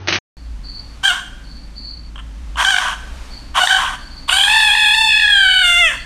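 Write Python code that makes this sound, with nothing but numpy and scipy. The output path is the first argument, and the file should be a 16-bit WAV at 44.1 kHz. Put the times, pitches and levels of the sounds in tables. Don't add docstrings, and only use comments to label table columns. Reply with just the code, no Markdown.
import sys
import numpy as np
from scipy import signal
from scipy.fft import rfft, irfft, next_fast_len
from scipy.io import wavfile
from scipy.ndimage import uniform_filter1d, minimum_filter1d

SR = 44100
rng = np.random.default_rng(int(sys.argv[2]) if len(sys.argv) > 2 else 0)


def bounce(signal):
    frames = np.transpose(np.atleast_2d(signal))
    limited = np.clip(frames, -1, 1)
    pcm = np.round(limited * 32767).astype(np.int16)
    wavfile.write(sys.argv[1], SR, pcm)


N = 267157
TIME = np.arange(N) / SR

# start in seconds, level in dB, seconds to fade by 60 dB.
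KNOCKS = [(.0735, -17, 0.057), (.083, -11.5, 0.098), (.088, -21.5, 0.095), (.104, -19, 0.25),
          (.125, -12.5, 0.12), (.137, -18, 0.15), (.146, -17, 0.12), (.156, -15, 0.1)]
# start, loudest moment and end in seconds, peak level in dB.
TRILLS = [(0.367, 0.37, 0.61, -45.5), (0.633, 0.775, 0.96, -28), (1.438, 1.523, 1.81, -36.5),
          (1.755, 1.896, 2.1, -26), (3.3, 3.345, 3.57, -31.5), (3.956, 4.205, 5.73, -36),
          (5.925, 6.021, 6.4, -35.5)]
# time in seconds, level in dB.
RUMBLE_LEVEL = [(.4, -36.5), (2.9, -40.5), (3.12, -29.5), (3.6, -34.5), (5.1, -32), (5.7, -31)]
HUM_LEVEL = [(.38, -33), (.52, -20.5), (.77, -35.5), (0.949, -29.5), (1.12, -44), (1.35, -31.5), (2.0, -29),
             (2.57, -22), (2.78, -39.5), (2.999, -28), (3.75, -38.5), (4.15, -34.5), (4.7, -36),
             (6.05, -33.5)]
HISS_LEVEL = [(.37, -51.5), (1.1, -46.5), (2.0, -52), (2.7, -46), (3.25, -41), (3.55, -47.5), (4.199, -46),
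              (4.7, -52), (6.05, -45.5)]

# frequency in Hz, level in dB.
HAZE_COLOUR = [(29, -41), (50, -10.5), (108, -11.5), (249, -17.5), (311, -8.5), (571, -26), (824, -15),
               (1010, -25.5), (1340, -21.5), (1580, -25), (6400, -36), (8320, -65.5), (14100, -120)]
CLATTER_COLOUR = [(59, -34.5), (100, -12), (208, -3), (251, -20.5), (350, -1.5), (417, -16), (727, -4.5),
                  (1100, -9), (2460, -2.5), (6400, -13.5), (8320, -41), (14100, -120)]
BIRD_COLOUR = [(3700, -50), (4050, 14.5), (4250, 23), (4500, 30), (4640, 30.5), (4750, -87), (4950, -60)]
RUMBLE_COLOUR = [(20, 2.5), (33, 3.5), (45, -6), (66, -7), (80, -22), (100, -52)]
DRONE_COLOUR = [(53, -25), (90, -2), (113, -2.5), (140, -4), (279, -5.5), (399, -22), (450, -29.5),
                (580, -16), (990, -120)]
HISS_COLOUR = [(300, -3), (450, 2.5), (850, 5.5), (1600, 2.5), (3000, -0.5), (6000, -5.5), (9000, -10.5),
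               (12500, -21), (15000, -30.5)]
VOICE_COLOUR = [(540, -24), (640, -24.5), (870, -19.5), (1150, -21), (1400, -11.5), (1520, -10.5),
                (1760, -13), (2080, -14.5), (2360, -25.5), (2560, -11.5), (2800, -15), (3150, -12.5),
                (3500, -16.5), (4150, -29.5), (4400, -22)]
EDGE_COLOUR = [(3400, 43), (3900, -2.5), (4400, 15.5), (4850, -11.5), (5150, 10.5), (5650, -22)]
OVERTONE_COLOUR = [(3180, -55), (5400, 8), (5720, -39), (6220, 16), (6730, -3.5), (7160, 21.5), (7690, 10),
                   (8320, 19.5), (8930, 15.5), (10500, -0.5), (12700, 3.5), (15500, -35)]
BITE_COLOUR = [(4900, -9), (5500, 3), (6300, 2.5), (6900, -3.5)]
SIZZLE_COLOUR = [(8300, -1.5), (9600, 8.5), (10800, -8), (12500, -10), (14500, -29)]
POP_COLOUR = [(650, -40), (1000, 5), (1500, -4), (2300, -20), (3150, 7), (3900, -41), (6500, -34),
              (8700, -24), (10500, -53)]

# start, rise time, catch,
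# start of fading, break and end in seconds; fading in dB per second; roughness of the tone from 0 to 1;
# levels in dB of rasp, partials 1, 2 and 4, edge and overtones.
CRIES = [(1.03, 0.01, 1.04, 1.079, 1.128, 1.219, 138, 0.39, -20, -2.5, 0.5, -1, -3.5, -22.5),
         (2.565, .038, 2.645, 2.73, 2.795, 2.955, 52, .34, -14.8, -2, 0, -6.5, -6, -25),
         (3.54, 0.041, 3.605, 3.73, 3.78, 3.97, 76, 0.35, -11.5, 3, 0.5, -1.5, -4, -22),
         (4.277, 0.016, 4.316, 5.839, 5.903, 5.98, 137, .48, -19, -1, -.5, -0.5, -0.5, -23.5)]
BROKEN_DB = [-5, -5.5, -6, -6.5]
# start and end in seconds, surges per second, first strength,
# last strength, unevenness as a share of the spacing.
FLUTTERS = [(1.056, 1.09, 40.3, 0.63, 1.36, 0.0082), (2.65, 2.795, 51.8, 0.93, 1.05, 0.028),
            (3.619, 3.77, 54, 1.26, 0.78, 0.0093), (4.304, 5.25, 46, 0.86, 0.52, 0.243),
            (5.28, 5.635, 38.4, 0.62, 0.85, 0.025)]
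# peak time in seconds, peak in Hz, half width in seconds.
PITCH_ARCHES = [(1.067, 792, 0.023), (2.694, 781.8, .042), (3.705, 771.9, .06)]
# frequency in Hz, width in Hz, level in dB.
THROAT_RESONANCES = [(735, 166, -13.5), (1056, 200, 0), (1760, 460, -11), (2150, 520, -23),
                     (3140, 270, -10), (4000, 270, -26), (9300, 1900, -31)]
# start in seconds, level in dB.
POPS = [(2.158, -23), (2.18, -26.5), (2.190, -22.5), (2.196, -23), (2.204, -34), (2.558, -21.5),
        (2.571, -21.5), (2.918, -26), (2.93, -26), (2.938, -25)]
# time in seconds, pitch in Hz.
SCREAM_PITCH = [(4.28, 696.6), (4.38, 781), (4.44, 801), (4.56, 888.7), (4.71, 834), (4.78, 861),
                (4.9, 842.5), (4.97, 882.6), (5.05, 882.4), (5.12, 859.5), (5.2, 856), (5.3, 831),
                (5.48, 754), (5.6, 748), (5.67, 703.3), (5.77, 694), (5.8, 712), (5.84, 675), (5.87, 640),
                (5.91, 558)]
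# time in seconds, levels in dB of partials 1, 2 and 3.
SCREAM_BALANCE = [(4.3, 1, -0.5, -5), (4.36, -2, -6.5, -1.5), (4.56, 6, 2, 1.5), (4.85, -1.5, 0.5, 0),
                  (5.05, 5.5, -4, -1.5), (5.12, -6, -5, 3.5), (5.21, -9, 1.5, 1.5), (5.3, -10.5, 2, -4),
                  (5.52, -5.5, 1, 6), (5.75, -5, -7.5, 1), (5.82, 4.5, -5.5, 7.5), (5.9, -0.5, -6.5, 6)]
# time in seconds, levels in dB of bite, sizzle and overtones.
SCREAM_TREBLE = [(4.3, -43, -32, 3.5), (4.5, -39, -33.5, 0), (4.75, -43, -36, -1), (5.0, -55, -37, 2.5),
                 (5.25, -43.5, -62, -1.5), (5.58, -62, -72.5, 1), (5.68, -38, -58, 6), (5.8, -37, -54, 2),
                 (5.89, -33, -46, 5)]
# frequency in Hz, seconds to fade by 60 dB, level in dB.
ROOM_ECHO = [(500, .6, -12), (1100, .6, -12), (1550, .7, -9), (2200, .55, -13), (3300, .56, -10),
             (6000, .55, -7.5), (12000, .5, -7.5)]

SILENCE_START_S, SILENCE_END_S = 0.187, 0.369
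IN_SCREAM = TIME > CRIES[-1][0]


def from_db(db):
    return 10 ** (np.asarray(db) / 20)


def unit_power(x):
    return x / np.sqrt(np.mean(x ** 2) + 1e-20)


def in_time(rows):
    times, *columns = np.transpose(rows)
    return [np.interp(TIME, times, column) for column in columns]


def at_hz(rows, hz, column=1):
    rows = np.array(rows)
    return np.interp(np.log(hz + 1e-6), np.log(rows[:, 0]), rows[:, column])


def ramp(start_s, length_s):
    return np.clip((TIME - start_s) / max(length_s, 1e-4), 0, 1)


def switch(at_s, width_s):
    return .5 + .5 * np.tanh((TIME - at_s) / width_s)


def noise(colour):
    size = next_fast_len(N)
    hz = np.arange(size // 2 + 1) * SR / size
    roll_off = np.minimum(hz / colour[0][0], 1) ** 4 / np.maximum(hz / colour[-1][0], 1) ** 8
    spectrum = rfft(rng.standard_normal(size)) * from_db(at_hz(colour, hz)) * roll_off
    return unit_power(irfft(spectrum, size)[:N])


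def wobble(rate_hz):
    step = 8
    smooth = signal.butter(4, rate_hz, fs=SR / step, output="sos")
    slow = signal.sosfilt(smooth, rng.standard_normal(N // step + SR // 4))[SR // 5:]
    return np.interp(np.arange(N) / step, np.arange(len(slow)), unit_power(slow))


def bursts(rows):
    power, age = np.zeros(N), TIME[:SR // 4]
    for start, db, fade_s in rows:
        first = int(start * SR)
        power[first:first + len(age)] += from_db(db - 60 * age / fade_s) ** 2
    return np.sqrt(power)


def hum_and_clatter(hum_hz=95.1):
    hum = from_db(-29.5) * np.sin(2 * np.pi * hum_hz * TIME) + from_db(-38) * noise(HAZE_COLOUR)
    bass = from_db(-24.5) * noise([(70, 9), (200, 4), (700, -13), (1300, -22)])
    wide_bass = bass * np.array([[1], [-1]])
    clatter = from_db(0.5) * bursts(KNOCKS) * (noise(CLATTER_COLOUR) + wide_bass)
    dull = signal.ellip(10, .5, 70, 6400, fs=SR, output="sos")
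    return signal.sosfilt(dull, (hum + clatter) * (TIME < SILENCE_START_S))


def bird(rise_db=7.5, fall_db=22, soften_s=0.0049):
    gain = 0
    for start, peak, end, db in TRILLS:
        singing = ramp(start, soften_s) * (1 - ramp(end, soften_s))
        below_peak_db = rise_db * (1 - ramp(start, peak - start)) + fall_db * ramp(peak, end - peak)
        gain += singing * from_db(db - below_peak_db)
    trill = noise(BIRD_COLOUR) * from_db(-3.5 * np.tanh(wobble(57)))
    return gain * from_db(-4.8) * unit_power(trill)


def background(hum_hz=52.9, hum_waver=0.077):
    rumble = from_db(in_time(RUMBLE_LEVEL)[0] - 1) * noise(RUMBLE_COLOUR)
    hum_pitch = hum_hz * (1 + hum_waver * wobble(6.88))
    hum = from_db(in_time(HUM_LEVEL)[0] - 2) * np.sin(2 * np.pi * np.cumsum(hum_pitch) / SR)
    drone = from_db(-44.5) * noise(DRONE_COLOUR)
    hiss = from_db(in_time(HISS_LEVEL)[0]) * noise(HISS_COLOUR)
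    return (rumble + hum + drone + hiss) * (TIME > SILENCE_END_S)


def effort(catch_s=0.0075, break_s=0.01574, release_s=0.021, clearing_per_s=0.58):
    level, broken, rough, rasp_gain, edge, overtone = np.zeros((6, N))
    low_db = np.zeros((4, N))
    for (start, rise_s, catches, fades, breaks, end, fade_db_per_s, tone_rough,
         rasp_db, first_db, second_db, fourth_db, edge_db, overtone_db) in CRIES:
        inside = (TIME > start) & (TIME < end)
        gain = ramp(start, rise_s) * (1 - ramp(end - release_s, release_s))
        gain *= from_db(-fade_db_per_s * np.clip(TIME - fades, 0, 1))
        voiced = switch(catches, catch_s) * (1 - switch(breaks, break_s))
        rough_left = np.clip(tone_rough - clearing_per_s * (TIME - catches), 0, 1)
        level += gain
        broken += inside * (1 - voiced)
        rough += inside * (1 - voiced * (1 - rough_left))
        low_db += np.outer([first_db, second_db, 0, fourth_db], inside)
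        rasp_gain += gain * from_db(rasp_db)
        edge += gain * from_db(edge_db)
        overtone += gain * from_db(overtone_db)
    rough = np.clip(rough, 0, 1)
    low_db[:3] += IN_SCREAM * np.array(in_time(SCREAM_BALANCE))
    low_db[2] -= 2 * ~IN_SCREAM
    low_gains = [level * from_db(db + change_db * broken) for db, change_db in zip(low_db, BROKEN_DB)]
    rasp_gain *= rough ** 1.9 + 0.017
    edge *= from_db(-4.5 * broken)
    overtone *= from_db(-9.5 * broken - 5.5 * (1 - rough) ** 2 + IN_SCREAM * in_time(SCREAM_TREBLE)[2])
    return level, low_gains, broken, rough, rasp_gain, edge, overtone


def throat(x):
    out = 0
    for hz, width_hz, db in THROAT_RESONANCES:
        r = np.exp(-np.pi * width_hz * np.sqrt(2) / SR)
        ring = [(1 - r * r) / 2, 0, (r * r - 1) / 2, 1, -2 * r * np.cos(2 * np.pi * hz / SR), r * r]
        out += from_db(db) * signal.sosfilt([ring, ring], x + 1e-18)
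    return signal.sosfilt(signal.butter(6, 600, "high", fs=SR, output="sos"), out)


def rasp(phase, rasp_gain, hiss_gain, rattle_hz=194):
    puffs = (1 + 0.14 * np.sin(phase)) * from_db(3.5 * np.tanh(wobble(rattle_hz)))
    growl = unit_power(throat(puffs * rng.standard_normal(N))) * rasp_gain * from_db(-1)
    hiss = unit_power(puffs * noise(OVERTONE_COLOUR)) * hiss_gain * from_db(-11.5)
    return growl + hiss


def spit(level, phase, surge, cry_bite_db=-32, cry_sizzle_db=-48):
    scream_bite_db, scream_sizzle_db, _ = in_time(SCREAM_TREBLE)
    bite = from_db(np.where(IN_SCREAM, scream_bite_db, cry_bite_db)) * noise(BITE_COLOUR)
    sizzle = from_db(np.where(IN_SCREAM, scream_sizzle_db, cry_sizzle_db)) * noise(SIZZLE_COLOUR)
    puffs = 1 + 0.79 * np.sin(phase)
    return level * puffs * swell(surge, 3) * (bite + sizzle)


def melody(broken, slack_hz=695.3, broken_hz=762.4):
    arches = sum((hz - slack_hz) * np.exp(-.5 * ((TIME - peak) / width_s) ** 2)
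                 for peak, hz, width_s in PITCH_ARCHES)
    cry_pitch = slack_hz + arches + (broken_hz - slack_hz) * broken
    return np.where(IN_SCREAM, in_time(SCREAM_PITCH)[0], cry_pitch)


def high_partials(phase, pitch, numbers, colour, scatter):
    out, power = 0, 1e-12
    for k in numbers:
        gain = from_db(at_hz(colour, k * pitch))
        out += gain * np.sin(k * phase + scatter * wobble(146))
        power += gain ** 2
    return out / np.sqrt(power)


def voice(low_gains, broken, rough, surge, edge, overtone):
    tune = melody(broken)
    lift = surge - uniform_filter1d(surge, SR // 15)
    jitter = 0.08 * rough ** 1.5 * wobble(348.4)
    waver = 0.003536 * wobble(73.5)
    pitch = tune * (1 + 0.063 * lift + jitter + waver)
    phase = 2 * np.pi * np.cumsum(pitch) / SR
    trims_db, swells_db = [-3, -2, -3, 1.2], [9.3, 13.5, 9.6, 9.9]
    tone = 0
    for k, (drive, trim_db, swell_db) in enumerate(zip(low_gains, trims_db, swells_db), start=1):
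        gain = drive * from_db(at_hz(VOICE_COLOUR, k * tune) + trim_db)
        flicker = unit_power(from_db(3 * np.sqrt(rough) * wobble(132) + 1.73 * wobble(14)))
        tone += gain * swell(surge, swell_db) * flicker * np.sin(k * phase)
    edge_gain = edge * swell(surge, 3.9) * from_db(at_hz(VOICE_COLOUR, 5 * tune) - 0.5)
    tone += edge_gain * high_partials(phase, pitch, range(5, 7), EDGE_COLOUR, scatter=0.35)
    overtone_gain = overtone * swell(surge, 15) * from_db(-6.5)
    tone += overtone_gain * high_partials(phase, pitch, range(7, 20), OVERTONE_COLOUR, scatter=0.247)
    return np.sqrt(2) * tone, phase


def surges(width_s=0.0022, size_spread=0.43):
    out = np.zeros(N)
    for start, end, per_s, first_strength, last_strength, unevenness in FLUTTERS:
        for k, (late, size) in enumerate(rng.standard_normal((60, 2))):
            peak = start + (k + unevenness * late) / per_s
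            if peak < end:
                near = slice(int(peak * SR) - SR // 50, int(peak * SR) + SR // 50)
                strength = np.interp(peak, [start, end], [first_strength, last_strength])
                bump = np.exp(-.5 * ((TIME[near] - peak) / width_s) ** 2)
                out[near] += strength * np.exp(size_spread * size) * bump
    return out


def swell(surge, depth_db):
    gain = from_db(depth_db * surge)
    return gain / np.sqrt(uniform_filter1d(gain ** 2, SR // 25))


def throat_pops(fade_s=0.022):
    gain = bursts([(start, db, fade_s) for start, db in POPS])
    return uniform_filter1d(gain, SR // 1000) * noise(POP_COLOUR)


def frog():
    level, low_gains, broken, rough, rasp_gain, edge, overtone = effort()
    surge = surges()
    tone, phase = voice(low_gains, broken, rough, surge, edge, overtone)
    air = rasp(phase, rasp_gain, hiss_gain=overtone * (1.15 + 1.9 * rough))
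    return tone + air + throat_pops() + spit(level, phase, surge)


def room(x, first_bounce_s=0.004):
    age, echo = TIME[:SR], 0
    edges_hz = np.geomspace(350, 15000, 17)
    for low, high in zip(edges_hz, edges_hz[1:]):
        hz = np.sqrt(low * high)
        band_pass = signal.butter(2, [low, high], "band", fs=SR, output="sos")
        band = signal.sosfilt(band_pass, rng.standard_normal(SR))
        decay = from_db(-60 * age / at_hz(ROOM_ECHO, hz)) * (age > first_bounce_s)
        echo += band * decay / np.sqrt(np.sum(decay ** 2)) * from_db(at_hz(ROOM_ECHO, hz, column=2))
    return signal.fftconvolve(x, echo)[:N]


def gain_control(loud, threshold_db=-17.5, cut_per_db=0.39):
    power = np.maximum(uniform_filter1d(loud ** 2, SR // 12), 1e-12)
    excess_db = np.maximum(10 * np.log10(power) - threshold_db, 0)
    return from_db(-cut_per_db * excess_db)


def scene():
    cries = frog()
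    behind = (bird() + background()) * gain_control(cries)
    return cries + room(cries) + behind + hum_and_clatter()


def record(dry):
    ceiling, hold_samples, cutoff_hz = 0.85, SR // 250, 15400
    needed = ceiling / np.maximum(np.abs(dry).max(axis=0), ceiling)
    gain = uniform_filter1d(minimum_filter1d(needed, hold_samples), hold_samples)
    return signal.sosfilt(signal.ellip(10, .2, 90, cutoff_hz, fs=SR, output="sos"), dry * gain)


dry = scene()
out = record(dry)
bounce(out)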